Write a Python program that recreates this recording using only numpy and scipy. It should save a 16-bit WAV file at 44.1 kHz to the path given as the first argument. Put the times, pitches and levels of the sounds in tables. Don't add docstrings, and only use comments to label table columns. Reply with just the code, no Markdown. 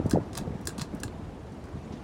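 import sys
import numpy as np
from scipy import signal
from scipy.fft import irfft
from scipy.io import wavfile
from scipy.ndimage import uniform_filter1d

SR = 44100
rng = np.random.default_rng(int(sys.argv[2]) if len(sys.argv) > 2 else 0)


def materialize(psi):
    bounded = np.clip(np.atleast_2d(psi).T, -1, 1)
    quanta = np.round(bounded * 32767).astype(np.int16)
    wavfile.write(sys.argv[1], SR, quanta)


def decibels_to_gain(level_db):
    exponent = np.asarray(level_db, float) / 20
    return 10 ** exponent


N = 89743


def evened(x):
    return x / np.sqrt(np.mean(x ** 2) + 1e-20)


def read(points, hz):
    f, value = np.transpose(points)
    return np.interp(np.log(hz + 1), np.log(f + 1), value)


def follow(points, t):
    s, value = np.transpose(points)
    return np.interp(t, s, value)


def add(mix, s, sound):
    at = round(s * SR)
    sound = sound[max(-at, 0):]
    part = mix[max(at, 0):][:len(sound)]
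    part += sound[:len(part)]


def noise(spectrum, size, patch_db, flicker_db):
    frames, hz = 4 * N // size + 5, np.fft.rfftfreq(size, 1 / SR)
    a, b, patches = rng.standard_normal((frames, len(hz), 3)).T
    patches = uniform_filter1d(patches, size=9, axis=0)
    patches = evened(uniform_filter1d(patches, size=7, axis=1))
    flicker = evened(uniform_filter1d(rng.standard_normal(frames), size=3))
    level_db = read(spectrum, hz)[:, None] + patch_db * patches + flicker_db * flicker
    z = (a + 1j * b) * decibels_to_gain(level_db)
    return evened(signal.istft(z, nperseg=size, noverlap=3 * size // 4)[1][:N])


def eddy(hz, cycles):
    half = max(abs(cycles), 4 / 3) / hz
    t = np.arange(-half, half, 1 / SR)
    swirl = np.cos(2 * np.pi * hz * t)
    bell = np.exp(-8 * (t / half) ** 2)
    balanced = swirl - swirl @ bell / bell.sum()
    return half, np.sign(cycles) * balanced * bell


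def small_eddies():
    eddies_per_s = 150
    size = decibels_to_gain(0.74 * np.minimum(rng.exponential(1, N), 3))
    size *= rng.random(N) < eddies_per_s / SR
    size *= rng.choice([-1., 1.], N)
    kind = rng.integers(0, 8, N)
    out = np.zeros(N)
    for k, hz in enumerate(np.geomspace(70, 600, 8)):
        out += signal.oaconvolve(size * (kind == k), eddy(hz, 1.53)[1], "same")
    return evened(out)


# [f/Hz, level/dB per Hz]
LUMP_COLOUR = [(12, -47), (20, 3.5), (76, -2.5), (172, -7), (409, -15), (536, -23), (690, -20), (888, -23),
               (1500, -34.5), (1950, -38.5), (3300, -120)]
# [t/s, level/dB]
DRAUGHT_LEVEL = [(0, -32), (.04, -36.5), (.062, -30.5), (.09, -34.5), (.13, -34), (.15, -27), (.2, -31),
                 (.235, -38.5), (.36, -40), (.4, -34), (.56, -39.5), (.6, -41.5), (1.0, -39.5),
                 (1.2, -40.5), (1.45, -42.5), (1.65, -44.5), (1.76, -41), (2.03, -43.5)]
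# [t/s, peak level/dB, f/Hz, cycles (negative = suction)]
STRONG_EDDIES = [(.001, -15.5, 250, -0.56), (0.013, -28.5, 150, -1), (0.053, -22.5, 107, 2.2),
                 (0.0593, -19.5, 372, 0.7), (0.0635, -14.5, 150, 0.5), (.072, -25.5, 102, -0.5),
                 (0.1377, -8.5, 239, -1.5), (0.1475, -20, 483, -2.8), (0.1503, -14.5, 120, 0.5),
                 (.16, -16, 725, 4), (0.1651, -18.5, 226, -1), (.1735, -12.5, 468, 2.34),
                 (0.154, -19, 200, -2.1), (0.1858, -17, 320, -1), (0.2013, -24, 252, -2),
                 (0.2093, -25, 110, -0.3), (0.3999, -23.5, 108, 1.2), (.414, -26.5, 252, 2),
                 (.424, -26, 197, 3), (0.4729, -26, 330, 1), (.477, -26, 450, 1.5),
                 (.481, -21.5, 127, -0.5), (0.507, -30, 200, -2.5), (.523, -29, 130, -0.5),
                 (.538, -31, 483, 3.5), (0.5572, -23.5, 144, -1.7), (0.686, -32.5, 390, 4.5),
                 (0.656, -31, 68.6, 1.5), (0.789, -28, 237, 3.4), (0.825, -25.5, 154, 2.2),
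                 (0.939, -24.5, 249, -0.9), (.947, -26, 236, 2.9), (1.051, -32, 251, -1.5),
                 (1.062, -25, 88, 1.5), (1.197, -26.5, 200, 0.5), (1.23, -30, 100, 1.5),
                 (1.654, -37, 340, 5), (1.746, -29, 89, 2), (1.757, -26.5, 205, -1.5),
                 (1.777, -31, 128, -1.9), (1.856, -28.5, 148, 0), (1.913, -30, 195, 1.5),
                 (1.941, -25, 214, 1.8)]


def draught():
    lumps = noise(LUMP_COLOUR, size=2048, patch_db=1.2, flicker_db=-0.5)
    strength = decibels_to_gain(follow(DRAUGHT_LEVEL, np.arange(N) / SR))
    out = strength * (decibels_to_gain(1) * lumps + decibels_to_gain(-6) * small_eddies())
    for s, db, hz, cycles in STRONG_EDDIES:
        half, shape = eddy(hz, cycles)
        add(out, s - half, decibels_to_gain(db) * shape)
    return out


# [f/Hz, level/dB per Hz]
HISS_COLOUR = [(88, -8.5), (150, -3), (293, -2.5), (600, -9.5), (2260, -25), (6940, -36.5), (9500, -41),
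               (12500, -49), (16500, -60)]
# [t/s, level/dB]
HISS_LEVEL = [(0, 2), (1.0, 1), (1.4, -0.16), (1.75, 0.25), (2.03, 2)]


def wash():
    hiss = noise(HISS_COLOUR, size=512, patch_db=1.5, flicker_db=0.6)
    return decibels_to_gain(-46.5 + follow(HISS_LEVEL, np.arange(N) / SR)) * hiss


def ringing(modes, t, luck):
    scatter_db, detune = 2, .012
    out = np.zeros(len(t))
    for k, (hz, level_db, t60) in enumerate(modes):
        fade = decibels_to_gain(level_db - 60 * t / t60 + scatter_db * luck[k])
        out += fade * np.sin(2 * np.pi * hz * (1 + detune * luck[20 + k]) * t)
    return out


# [f/Hz, level/dB per Hz]
CRACK_COLOUR = [(1000, 8.5), (2500, -8.5), (4000, 5), (5500, 2), (9000, -1), (11500, -12), (13000, -17),
                (16500, -16.5)]


def hit(modes, knock, crack_db, low_hz, db, chatter_s, knock_db, rattle_db, tilt_db):
    rattle_s, tilt_hz, grit = .012, 6000, 3.5
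    t = np.arange(3000) / SR
    contact, luck, rough = np.split(rng.standard_normal(6040), [3000, 3040])
    fade_s = np.clip(chatter_s, 1 / 1000, 1 / 250)
    chatter = contact * np.exp(-t / fade_s) * np.minimum(t / 0.00011, 1)
    rattle = contact * decibels_to_gain(rattle_db) * np.exp(-t / rattle_s) * abs(rough)

    tilted = [(hz, level_db + tilt_db * np.log2(hz / tilt_hz), t60) for hz, level_db, t60 in modes]
    ring = ringing(tilted, t, luck) * (1 - np.exp(-t / fade_s))
    ring *= 1 + grit * uniform_filter1d(rough, size=30)

    hz = np.fft.rfftfreq(256, 1 / SR)
    tilt = tilt_db * np.log2(np.maximum(hz, tilt_hz / 2) / tilt_hz)
    gain = decibels_to_gain(read(CRACK_COLOUR, hz) + tilt) / (1 + (low_hz / (hz + 1)) ** 4)
    colour = np.roll(irfft(gain), 16)[:128]
    crack = signal.fftconvolve(chatter + rattle, colour)[:3000]

    blow = decibels_to_gain(knock_db + 7.5) * ringing(knock, t, luck[10:]) * np.minimum(t / 0.0027, 1)
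    return decibels_to_gain(db - 10.5) * (ring / abs(ring).max() + decibels_to_gain(crack_db) * crack / abs(crack).max() + blow)


TICK_TIMES = [.0628, .0962, .218, .265, .4973, .549, .6115, .6539, .744, .9492, .9684, 1.0006, 1.5194,
              1.6544, 1.6854, 1.7894, 1.955, 1.993]
# [peak level/dB, tilt/dB per octave]
TICK_HITS = [(-35.5, 5), (-25, 8), (-59, 0), (-61, -0.5), (-67, 0), (-60, 2), (-37.5, 15), (-30, 6),
             (-51, -3), (-35.5, 13), (-50, 2), (-33, 3), (-47, 5), (-46, 2), (-49, 4), (-54, -1), (-52, 0),
             (-57, -3)]
# [f/Hz, level/dB, time to fade by 60 dB/s]
BEAD_RING = [(5710, 0, .014), (7620, -5, .008), (9000, -9, .004), (11000, -2, .005), (13600, -9, .003)]


def ticks():
    out = np.zeros(N)
    for s, (db, tilt_db) in zip(TICK_TIMES, TICK_HITS):
        add(out, s, hit(BEAD_RING, [], 2, 4340, db, chatter_s=0.0052, knock_db=0,
                        rattle_db=-17, tilt_db=tilt_db))
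    return out


SNAP_TIMES = [.104, .1101, .1134, .1295, .6712, .6728, .6915, .7035, .7175, 1.0333, 1.0794]
# [peak level/dB, chatter/s, housing knock level/dB, rattle level/dB, tilt/dB per octave]
SNAP_HITS = [(-37, 0.0026, 0, -27, -19), (-16, 0.00087, -36, -38, 2.5), (-21.5, 0.0046, -3.5, -9, 6),
             (-28, 0.0024, -8, -14, -5), (-16, 0.00067, -5.5, -5, 6.5), (-11, 0.0018, -23, -29, 6),
             (-27.5, 0.0036, -8, -18, -4), (-36.5, .0015, 0, -20, -21), (-49, .0015, -20, -20, -3),
             (-14.5, 0.0035, -5.5, -34, 4.5), (-33, 0.0019, -5, -22, -16)]
# [f/Hz, level/dB, time to fade by 60 dB/s]
CAP_RING = [(2750, -6, .01), (3400, -4, .009), (4050, -5, .008), (5090, 0, .01), (5750, -4, .008),
            (6200, -6, .006), (6850, -2, .007), (7780, -3, .008), (8400, -2, .006), (9230, -10, .005),
            (10900, -9, .006)]
# [f/Hz, level/dB, time to fade by 60 dB/s]
SNAP_HOUSING = [(1180, -6, .02), (1620, -1, .028), (1500, -9, .015), (2000, -10, .012), (2650, -12, .014)]


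def snaps():
    out = np.zeros(N)
    for s, row in zip(SNAP_TIMES, SNAP_HITS):
        add(out, s, hit(CAP_RING, SNAP_HOUSING, 5, 860, *row))
    return out


# [f/Hz, time to fade by 60 dB/s]
ECHO_TIME = [(1000, .08), (2000, .09), (4000, .14), (9000, .13), (16000, .09)]


def roof(x):
    blend_turns_per_s = 14
    t = np.arange(SR // 2) / SR
    taps = rng.standard_normal((3, SR // 2)) * np.minimum(t / 0.006, 1)
    hz, frame_t, z = signal.stft(taps, SR, nperseg=256)
    fade = decibels_to_gain(-60 * frame_t / read(ECHO_TIME, hz)[:, None])
    tails = signal.istft(z * fade, SR, nperseg=256)[1]
    wet = signal.fftconvolve(x[None], tails / np.linalg.norm(tails[0]), axes=1)[:, :N]
    turn = 2 * np.pi * (blend_turns_per_s * np.arange(N) / SR + np.arange(3)[:, None] / 3)
    return np.sqrt(2 / 3) * (np.cos(turn) * wet).sum(0)


RETURN_TIMES = [.3308, .3516, .3712, .3755, .3845, .398, .4105, .7801, .7946, .8115, .816, .829, .839,
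                1.6398]
# [peak level/dB, chatter/s, housing knock level/dB, rattle level/dB, tilt/dB per octave]
RETURN_HITS = [(-32, 0.0014, -8, -7, 0.5), (-23.5, 0.0016, -13, -8, -0.5), (-24, 0.0036, -4.5, -23, -4),
               (-16.5, 0.0031, -12.5, -23, 9), (-22.5, 0.002, -14, -23, -5), (-39, 0.0017, -16, -18, -14),
               (-39.5, .003, -16, -7, -10), (-25, 0.005, -10, 0, 1.5), (-24, 0.00077, -14, 3, -4.5),
               (-24, 0.00091, -9, -4, -7), (-17.5, 0.0035, -25, -25, 1), (-39.5, .0017, 5.5, -28, -18),
               (-45, 0.0017, -15, -23, -19), (-44, .002, -12, -18, 2)]
# [f/Hz, level/dB, time to fade by 60 dB/s]
LIP_RING = [(2620, -11, .02), (3400, -3, .008), (3960, -1, .009), (4500, -4, .007), (5020, -2, .009),
            (6200, -7, .006), (6850, -6, .006), (7800, -3, .007), (8600, -3, .006), (11000, -2, .008)]
# [f/Hz, level/dB, time to fade by 60 dB/s]
RETURN_HOUSING = [(730, 1.5, 0.024), (934, 0, 0.029), (1174, -6, 0.045), (1652, -12.5, 0.094),
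                  (2580, -15, 0.021)]


def chain_returns():
    out = np.zeros(N)
    for s, row in zip(RETURN_TIMES, RETURN_HITS):
        add(out, s, hit(LIP_RING, RETURN_HOUSING, 5, 860, *row))
    return out


# [t/s, length/s, from f/Hz, to f/Hz, level/dB]
BIRD_NOTES = [
    (1.535, .018, 9700, 9600, -74),
    (1.71, .03, 6900, 7200, -79),
    (1.775, .015, 6100, 6100, -76),
    (1.832, .036, 5900, 7200, -72),
    (1.97, .03, 6500, 6500, -80),
]


def birds():
    out = np.zeros(N)
    for s, length, from_hz, to_hz, db in BIRD_NOTES:
        u = np.arange(0, length, 1 / SR) / length
        turns = np.cumsum(from_hz + (to_hz - from_hz) * u ** 0.35) / SR
        add(out, s, decibels_to_gain(db) * 2 * np.sin(np.pi * u) * np.sin(2 * np.pi * turns))
    return out


# [t/s, rise/s, fade/s, level/dB, low f/Hz, high f/Hz]
SLEEVE = (1.921, .004, .018, -49, 1200, 5500)


def rustle():
    s, rise_s, fade_s, db, low_hz, high_hz = SLEEVE
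    t, out = np.arange(4000) / SR, np.zeros(N)
    band = signal.butter(3, [low_hz, high_hz], "band", fs=SR)
    cloth = evened(signal.lfilter(*band, rng.standard_normal(4000)))
    add(out, s, decibels_to_gain(db) * cloth * (1 - np.exp(-t / rise_s)) * np.exp(-t / fade_s))
    return out


def scene():
    air = draught() + wash() + birds()
    near = rustle() + ticks() + snaps() + chain_returns()
    return (near + decibels_to_gain(-11) * roof(near) + air)[None]


def low_pass(x):
    return signal.sosfilt(signal.butter(12, 16760, fs=SR, output="sos"), x)


def record(dry):
    soft_start = np.minimum(np.arange(N) / SR / 0.00094, 1)
    x = signal.filtfilt(*signal.butter(2, 46, "high", fs=SR), dry * soft_start)
    treble_edge = signal.firwin(511, 16100, window=("kaiser", 9), fs=SR)
    mix = signal.oaconvolve(x, treble_edge[None], "same")
    return low_pass(mix)


dry = scene()
out = record(dry)
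materialize(out)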